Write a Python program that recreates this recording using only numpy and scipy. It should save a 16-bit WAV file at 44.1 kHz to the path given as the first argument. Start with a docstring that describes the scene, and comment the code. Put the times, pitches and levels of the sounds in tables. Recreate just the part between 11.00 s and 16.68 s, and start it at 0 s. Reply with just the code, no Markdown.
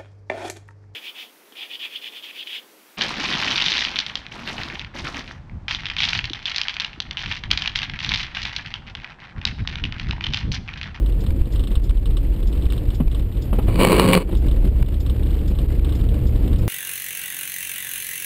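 """A car rumbles along a snowy road, heard from a camera mounted behind the windscreen: shaped noise
for body and snow, stacked sines for the engine, ringing noise puffs for ticking plastic and thin chirps.
Ruts jolt and creak; the engine holds its pitch, then climbs from about two seconds.
Midway the wipers knock, rasp and judder over icy glass: random slips and snags ring the pane.
A gain control pulls the whole mix down while they scrape."""
import sys
import numpy as np
from scipy import signal
from scipy.fft import rfft, irfft
from scipy.io import wavfile
from scipy.ndimage import uniform_filter1d

SR = 44100
rng = np.random.default_rng(int(sys.argv[2]) if len(sys.argv) > 2 else 0)


def generate_wav(sig):
    """Save sig (samples, or channels by samples) to the path in sys.argv[1] as 16-bit PCM at SR."""
    pcm = np.round(np.clip(np.atleast_2d(sig).T, -1, 1) * 32767).astype(np.int16)
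    wavfile.write(sys.argv[1], SR, pcm)


N = 250488
T = np.arange(N) / SR


def amp(db):
    """Turns decibels into an amplitude factor."""
    return 10 ** (np.asarray(db) / 20)


def unit(x):
    """Scales to rms 1."""
    return x / np.sqrt(np.mean(x ** 2) + 1e-20)


def curve(rows, column=1):
    """One column of a table, joined by straight lines in time."""
    rows = np.array(rows)
    return np.interp(T, rows[:, 0], rows[:, column])


def envelope(start, end, rise_s, fall_s):
    """Rises from start, holds until end, then dies away exponentially."""
    rise = np.clip((T - start) / rise_s, 0, 1)
    return rise * np.exp(-np.maximum(T - end, 0) / fall_s)


def decay(t, t60):
    """Exponential fading that drops 60 dB in t60 seconds."""
    return np.exp(-np.log(1000) * t / t60)


def smooth(x, seconds):
    """Follows x with a lag."""
    r = np.exp(-1 / (seconds * SR))
    return signal.lfilter([1 - r], [1, -r], x)


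def add(mix, s, sound):
    """Lays a sound into the mix at time s."""
    part = mix[max(round(s * SR), 0):][:len(sound)]
    part += sound[:len(part)]


def spectrum_db(points, hz):
    """Joins the points of a spectrum by straight lines over log frequency."""
    f, db = np.transpose(points)
    return np.interp(np.log(hz + 1), np.log(f), db)


def noise(points):
    """Steady noise with the given spectrum shape, rms 1."""
    hz = np.fft.rfftfreq(N, 1 / SR)
    return unit(irfft(rfft(rng.standard_normal(N)) * amp(spectrum_db(points, hz)), N))


def wander(hz):
    """Slow random drift, up to about hz, rms 1."""
    f = np.fft.rfftfreq(N, 1 / SR)
    return unit(irfft(rfft(rng.standard_normal(N)) / (1 + (f / hz) ** 4), N))


def response(points, modes=(), size=4096):
    """Causal (minimum-phase) impulse response of a spectrum with resonances on top."""
    hz = np.fft.rfftfreq(size, 1 / SR)
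    db = spectrum_db(points, hz)
    for at, width, lift in modes:
        db = db + lift / (1 + (2 * (hz - at) / width) ** 2)
    # folding the cepstrum moves all the energy after the strike
    cepstrum = irfft(np.log(amp(db)))
    cepstrum[1:size // 2] *= 2
    cepstrum[size // 2 + 1:] = 0
    return irfft(np.exp(rfft(cepstrum)))


def burst(colour, t60, rise_s, size=4096):
    """A coloured puff of noise that builds up and dies, peak 1."""
    t = np.arange(size) / SR
    swell = (1 - np.exp(-t / rise_s)) * decay(t, t60)
    x = signal.fftconvolve(rng.standard_normal(size) * swell, colour)[:size]
    return x / abs(x).max()


def repeat_bursts(rows, points, t60, lift_db, fresh, rise_s):
    """One noise puff sounds again and again, each time a little differently."""
    colour, out = response(points), np.zeros(N)
    ring = burst(colour, t60, rise_s)
    for s, db in rows:
        hit = ring + fresh * burst(colour, t60, rise_s)
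        add(out, s, amp(db + lift_db) * hit / abs(hit).max())
    return out


def speed():
    """Gain in speed since the start, in octaves of engine pitch."""
    return np.log2(curve(ENGINE_RUN) / ENGINE_RUN[0][1])


# Shape of the body rumble: freq_hz, relative level_db (per Hz)
RUMBLE_SHAPE = [(10, -22.5), (18, -20.5), (26, -9), (36, -2.5), (42, -1.5), (49, -3), (58, -6.5),
                (70, -13.5), (82, -19), (114, -20), (150, -26), (220, -55), (350, -110)]
# Roughness of the road, which drives rumble, roar and hiss: time_s, relative level_db
ROAD_ROUGHNESS = [(0, 0), (0.75, 0.5), (1.3, -0.5), (1.7, 0.5), (2.15, -0.5), (2.39, -3.5), (2.5, 1.5),
                  (3.2, -0.5), (3.65, 7), (3.93, -2.5), (4.25, -1), (5.68, 3)]


def body(level_db=-18.0, db_per_octave=-1.0):
    """The car body shakes as the wheels ride the ruts; its swells are evened out."""
    rumble = noise(RUMBLE_SHAPE)
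    rumble /= np.sqrt(uniform_filter1d(rumble ** 2, size=7000) + 0.028)
    return amp(level_db + curve(ROAD_ROUGHNESS) + db_per_octave * speed()) * rumble


# Shape of the snow roar: freq_hz, relative level_db (per Hz)
ROAR_SHAPE = [(53, -23), (90, -9.5), (118, -4.5), (150, -17), (177, -9.5), (242, -14.5), (302, -12),
              (429, -21), (470, -20), (648, -30.5), (1000, -45), (1300, -73), (2200, -120)]
# Shape of the snow hiss: freq_hz, relative level_db (per Hz)
HISS_SHAPE = [(500, -3), (900, -0.5), (1500, -5.5), (2800, -5), (4400, -13), (5300, -19.5), (6000, -32.5),
              (7200, -18), (9200, -14.5), (10800, -23.5), (12000, -7.5), (13100, -31), (14900, -16),
              (15800, -34)]


def tyres(roar_db=-31.0, roar_db_per_octave=4.5, roar_follow=0.78, hiss_db=-50.0, hiss_db_per_octave=3.0,
          hiss_follow=0.52, lumpy_db=1.48, hiss_lumpy_db=1.42, flicker_db=2.5):
    """Roar and hiss of packed snow grow with speed and rough road, and flutter with its lumps."""
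    lumps, road, fast = wander(24), curve(ROAD_ROUGHNESS), speed()
    roar_level = roar_db + roar_db_per_octave * fast + roar_follow * road + lumpy_db * lumps
    hiss_level = hiss_db + hiss_db_per_octave * fast + hiss_follow * road + hiss_lumpy_db * lumps
    hiss_level = hiss_level + flicker_db * wander(86)
    return noise(ROAR_SHAPE) * amp(roar_level) + noise(HISS_SHAPE) * amp(hiss_level)


# Shape of a thin hiss high up: freq_hz, relative level_db (per Hz)
WHINE_SHAPE = [(10700, -50), (11550, -11.5), (12000, 6), (12450, -21), (13300, -42)]


def whine(level_db=-62.0, rise_db=5.5):
    """A narrow band of hiss that slowly grows louder."""
    return noise(WHINE_SHAPE) * amp(level_db + rise_db * T / T[-1])


# Run of the engine: time_s, firing_hz, level_db (rms of an order at 0 dB)
ENGINE_RUN = [(0, 50, -27.5), (2.1, 50, -30), (2.7, 54.3, -26.5), (3.35, 62.89, -25.5), (3.8, 66.3, -25),
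              (4.3, 68.6, -23), (5.68, 71.36, -22.5)]
# Firing hum and drive train: multiple (of the firing rate), relative level_db
DRIVE_ORDERS = [(0.998, 1), (1.379, -14), (1.571, -7), (2.004, -15.5), (2.62, -20)]


def engine(waver=0.0063, throb_db=2.0):
    """Firing hum and the orders of the drive train: sines locked to one wavering pitch."""
    turns = np.cumsum(curve(ENGINE_RUN) * (1 + waver * wander(6.1))) / SR
    hum = np.zeros(N)
    for multiple, db in DRIVE_ORDERS:
        tone = np.sin(2 * np.pi * (multiple * turns + rng.random()))
        hum += amp(db + throb_db * wander(4.5)) * tone
    return np.sqrt(2) * amp(curve(ENGINE_RUN, 2)) * hum


def faint_ticks(count=60, per_s=2.5, level_db=-38.5, spread_db=2):
    """Among the hard ticks the loose part taps softly, at random: start_s, level_db before the lift."""
    gap, strength = rng.random((count, 2)).T
    times = np.cumsum(2 * gap / per_s)
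    levels = level_db + spread_db * (2 * strength - 1)
    return [(s, db) for s, db in zip(times, levels) if s < T[-1]]


# Hardest ticks of a loose plastic part: start_s, peak level_db (before the lift)
HARD_TICKS = [(0.0607, -31.5), (0.1228, -36), (0.2638, -29.5), (0.4558, -34.5), (0.5589, -29), (0.594, -29),
              (0.6372, -29.5), (0.6717, -28), (0.715, -33), (0.7536, -24.5), (0.8939, -29), (0.9717, -33.5),
              (1.0565, -26.5), (1.1079, -34.5), (1.1689, -26), (1.4277, -34), (1.5262, -32.5),
              (1.6217, -32.5), (1.6544, -32), (1.7018, -25.5), (1.732, -28.5), (1.7782, -29.5),
              (1.9031, -30), (2.1141, -29.5), (2.147, -28.5), (2.195, -34), (3.3207, -31), (3.3508, -28.5),
              (3.4838, -29.5), (3.5119, -30.5), (3.8611, -35), (3.9427, -33.5), (4.0627, -30),
              (4.0966, -28), (4.2318, -31.5), (4.2691, -35), (4.3061, -33), (4.342, -34.5), (4.3896, -36.5),
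              (4.587, -28), (4.8464, -27), (4.8918, -32), (4.9226, -30), (5.011, -35), (5.0881, -32),
              (5.3602, -34), (5.4765, -34), (5.5303, -30.5), (5.5588, -30)]
# Colour of a tick: freq_hz, relative level_db
TICK_SHAPE = [(600, -25.5), (1100, -3), (2400, -15), (2950, 1.5), (3900, -1.5), (4800, -15.5), (5400, -16),
              (6000, -39), (7000, -20), (8400, -7.5), (9200, -10.5), (10000, -26.5), (14000, -22.5),
              (14900, -13), (15800, -20.5)]


def ticks():
    """A loose plastic part ticks as short bright puffs, hard ones timed and soft ones random."""
    rows = list(HARD_TICKS) + faint_ticks()
    return repeat_bursts(rows, TICK_SHAPE, t60=0.057, lift_db=1.15, fresh=0.16, rise_s=0.00053)


# Beats on which the thin chirp sounds: beat (count from the first)
CHIRP_STEPS = [0, 2, 4, 8, 11, 14, 20, 24, 27, 30, 32, 34]
# Colour of a chirp: freq_hz, relative level_db
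CHIRP_SHAPE = [(2000, -20), (3400, 6.5), (4200, -3.5), (5300, 2.5), (6000, -17.5), (6800, 0), (8200, -7),
               (9600, -21), (15000, -10)]


def chirps(start_s=0.203, beat_s=0.1582, peak_db=-37):
    """A thin chirp on a steady beat, skipping most beats."""
    rows = [(start_s + beat_s * beat, peak_db) for beat in CHIRP_STEPS]
    return repeat_bursts(rows, CHIRP_SHAPE, t60=0.1, lift_db=0, fresh=0.28, rise_s=0.0025)


# Ruts in the road: time_s, push_db (peak), creak_db (peak, before the lift)
RUTS = [(0.305, -5, -29), (0.416, -5, -32), (0.776, -4, -33), (0.908, -6, -28), (1.664, -7, -30),
        (1.722, -22, -26), (2.079, -6, -30), (3.826, -4.5, -21.5), (4.794, -5.5, -30)]


def jolts(swing_hz=42.2, half_length_s=0.0086, size=4000):
    """Each deep rut swings the body once, a brief low pulse centred on the rut."""
    t, out = (np.arange(size) - size / 2) / SR, np.zeros(N)
    swing = np.cos(2 * np.pi * swing_hz * t) * np.exp(-(t / half_length_s) ** 2)
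    for s, push_db, _ in RUTS:
        add(out, s + t[0], amp(push_db) * swing)
    return out


def creaks():
    """The mount creaks on each rut, a very short hissy puff."""
    rows = [(s, creak_db) for s, _, creak_db in RUTS]
    return repeat_bursts(rows, HISS_SHAPE, t60=0.013, lift_db=1.5, fresh=1.1, rise_s=0.0024)


def cabin_boom(start_s=0.65, end_s=1.174, rise_s=0.41, fall_s=0.049, peak_db=-15, boom_hz=36, waver=0.053):
    """The cabin air resonates for a moment, a low sine with a wavering pitch."""
    boom = np.sin(2 * np.pi * np.cumsum(boom_hz * (1 + waver * wander(4.3))) / SR)
    return boom * amp(peak_db) * envelope(start_s, end_s, rise_s, fall_s)


# Dull knocks of body and wiper arms: start_s, ring_db, pitch_hz, ring_s (to -60 dB), clatter_db (peak)
DULL_KNOCKS = [(2.002, -10, 241, 0.084, -19), (2.004, -13, 151, 0.18, -32),
               (2.528, -13.5, 196, 0.057, -16.5), (2.586, -17, 386, 0.035, -11),
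               (2.681, -11.5, 107, 0.24, -16.5), (2.789, -4.5, 125, 0.061, -12),
               (3.288, -27, 292, 0.053, -21), (3.327, -17.5, 343, 0.067, -18),
               (3.813, -11, 120.7, 0.19, -40)]
# Colour of the clatter: freq_hz, relative level_db
CLATTER_SHAPE = [(100, 1), (250, -2.5), (600, -5.5), (1200, -15), (1600, -25.5), (3000, -23), (4600, -44),
                 (6000, -64), (7500, -43), (9500, -35), (12200, -30), (15000, -43)]


def knocks(clatter_t60=0.07, rise_s=0.0016, size=6000):
    """Body and wiper arms knock: a short low ring under a dull clatter."""
    t, out, colour = np.arange(size) / SR, np.zeros(N), response(CLATTER_SHAPE)
    for s, ring_db, hz, t60, clatter_db in DULL_KNOCKS:
        ring = -np.sin(2 * np.pi * hz * t) * decay(t, t60)
        add(out, s, amp(ring_db) * ring)
        add(out, s, amp(clatter_db) * burst(colour, clatter_t60, rise_s))
    return out


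# Blades drag lightly, bite into the ice, then slide to rest: start_s, end_s, drag_db (as each starts)
BLADE_STROKES = [(2.67, 2.785, -32.5), (2.784, 3.184, -15), (3.192, 3.225, -22.5)]


def drag(bite_s=0.014, growth_db_per_s=6.5, let_go_s=0.0075):
    """How hard the blades rub on the glass: each stroke builds up, grows heavier and lets go."""
    total = np.zeros(N)
    for start, end, db in BLADE_STROKES:
        load_db = db + growth_db_per_s * (np.clip(T, start, end) - start)
        total += amp(load_db) * envelope(start, end, bite_s, let_go_s)
    return total


def wiper_arms(start_s=2.5, end_s=3.35, rise_s=0.17, fall_s=0.03, rumble_db=-28.5, swish_db=-52, judder_db=-7):
    """The moving arms rumble and swish, and judder when the blades drag."""
    moving = envelope(start_s, end_s, rise_s, fall_s)
    low = noise(ROAR_SHAPE) * (amp(rumble_db) * moving + amp(judder_db) * drag())
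    swish = noise(HISS_SHAPE) * amp(swish_db) * moving
    return low + swish


# Colour of the screen: freq_hz, relative level_db
GLASS_SHAPE = [(60, -17.5), (165, 0), (520, -0.5), (740, -13.5), (1100, -10.5), (1400, -17), (2900, -21),
               (4400, -18.5), (5200, -38.5), (6100, -43.5), (7000, -35.5), (7900, -22.5), (12000, -30),
               (15200, -30)]
# Resonances of screen and mount: freq_hz, width_hz, lift_db (negative cuts)
SCREEN_MODES = [(174, 35, 7.5), (401, 80, 4.5), (525.5, 27, 5.5), (972, 230, 6), (1115, 80, 5),
                (2305, 270, 11), (2920, 234, 12.5), (3620, 210, -5), (8800, 350, -10), (9120, 160, 12),
                (10430, 170, -9), (13300, 600, -2)]


def glass_ring(echo=0.033, echo_t60=0.02, size=1200):
    """Ring of screen and mount; the sound bounces between the pane's edges along fixed paths."""
    t = np.arange(size) / SR
    paths = echo * rng.standard_normal(size) * decay(t, echo_t60)
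    paths = signal.lfilter(*signal.butter(3, 2800, "high", fs=SR), paths)
    paths[0] += 1  # the direct sound
    return signal.fftconvolve(response(GLASS_SHAPE, SCREEN_MODES), paths)


def blade_scrape(glass, slips_per_s=650, spread_db=3.0, rub=0.14, rasp_db=0.5):
    """Rubber sticks and slips on icy glass; each random slip rings the screen and the mount."""
    happens = rng.random(N) < slips_per_s / SR
    strength = amp(spread_db * np.minimum(rng.exponential(1, N), 2.5))
    slips = happens * strength * rng.choice([-1, 1], N)
    rubbing = unit(slips) + rub * rng.standard_normal(N)
    force = amp(rasp_db) * drag() * rubbing
    return signal.fftconvolve(force, glass / np.linalg.norm(glass))[:N]


# Blades snag and snap free: start_s, peak level_db (before the lift)
BLADE_SNAGS = [(2.758, -18.5), (2.804, -12.5), (2.823, -6.5), (2.8336, -3.5), (2.8495, 2.5), (2.8723, -3.5),
               (2.92, -4), (2.929, -1), (2.9416, -9), (2.9971, 3.5), (3.032, -15), (3.0888, -5),
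               (3.1333, 4.5), (3.1414, -0.5), (3.1515, 2), (3.176, 1)]


def blade_snags(glass, lift_db=3.0, snag_t60=0.015, scatter=0.17, size=1200):
    """A snag lets go faster than a slip, so its kick to the glass carries less bass."""
    t, out = np.arange(size) / SR, np.zeros(N)
    sharp = signal.lfilter(*signal.butter(1, 450, "high", fs=SR), glass)
    for s, db in BLADE_SNAGS:
        push = scatter * rng.standard_normal(size) * decay(t, snag_t60)
        push[0] -= 1
        snap = signal.fftconvolve(push, sharp)
        add(out, s, amp(db + lift_db) * snap / abs(snap).max())
    return out


def wiper_drive(start_s=2.72, full_s=3.05, end_s=3.18, start_hz=162.6, full_hz=184.5, start_db=-24,
                growth_db_per_s=27.5, waver=0.02103, second_db=-8, third_db=-14, flutter_db=0.2,
                rise_s=0.043, fall_s=0.014):
    """The loaded wipers drone on three harmonics, rising in pitch until they reach full speed."""
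    hz = np.interp(T, [start_s, full_s], [start_hz, full_hz])
    phase = 2 * np.pi * np.cumsum(hz * (1 + waver * wander(38.6))) / SR
    tone = np.sin(phase) + amp(second_db) * np.sin(2 * phase) + amp(third_db) * np.sin(3 * phase)
    load_db = start_db + growth_db_per_s * (np.clip(T, start_s, end_s) - start_s)
    return unit(tone) * amp(load_db + flutter_db * wander(30)) * envelope(start_s, end_s, rise_s, fall_s)


def scene():
    """Road, engine, ticks, chirps and wipers, as heard in the cabin."""
    road = body() + tyres() + whine() + engine()
    small_sounds = ticks() + chirps()
    ruts = jolts() + creaks()
    glass = glass_ring()
    wipers = wiper_arms() + blade_scrape(glass) + blade_snags(glass) + wiper_drive()
    return (road + small_sounds + ruts + cabin_boom() + knocks() + wipers)[None]


def record(dry, limit_db=-13, ratio=10, recover_db_per_s=45.5, sense_s=0.0095, clamp_s=0.0013, edge_hz=15700):
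    """The camera's gain control ducks whatever passes the limit; then full-scale clip and treble cut."""
    power_db = 10 * np.log10(smooth(dry[0] ** 2, sense_s) + 1e-12)
    # the sensed level jumps up with each peak and sinks back at a steady rate
    recovery = recover_db_per_s * T
    held_db = np.maximum.accumulate(power_db + recovery) - recovery
    over_db = np.maximum(held_db - limit_db, 0)
    ducked = dry / amp(smooth(over_db, clamp_s) * (1 - 1 / ratio))
    lowpass = signal.firwin(401, edge_hz, window=("kaiser", 9), fs=SR)
    return signal.oaconvolve(np.clip(ducked, -1, 1), lowpass[None], "same")


dry = scene()
out = record(dry)
generate_wav(out)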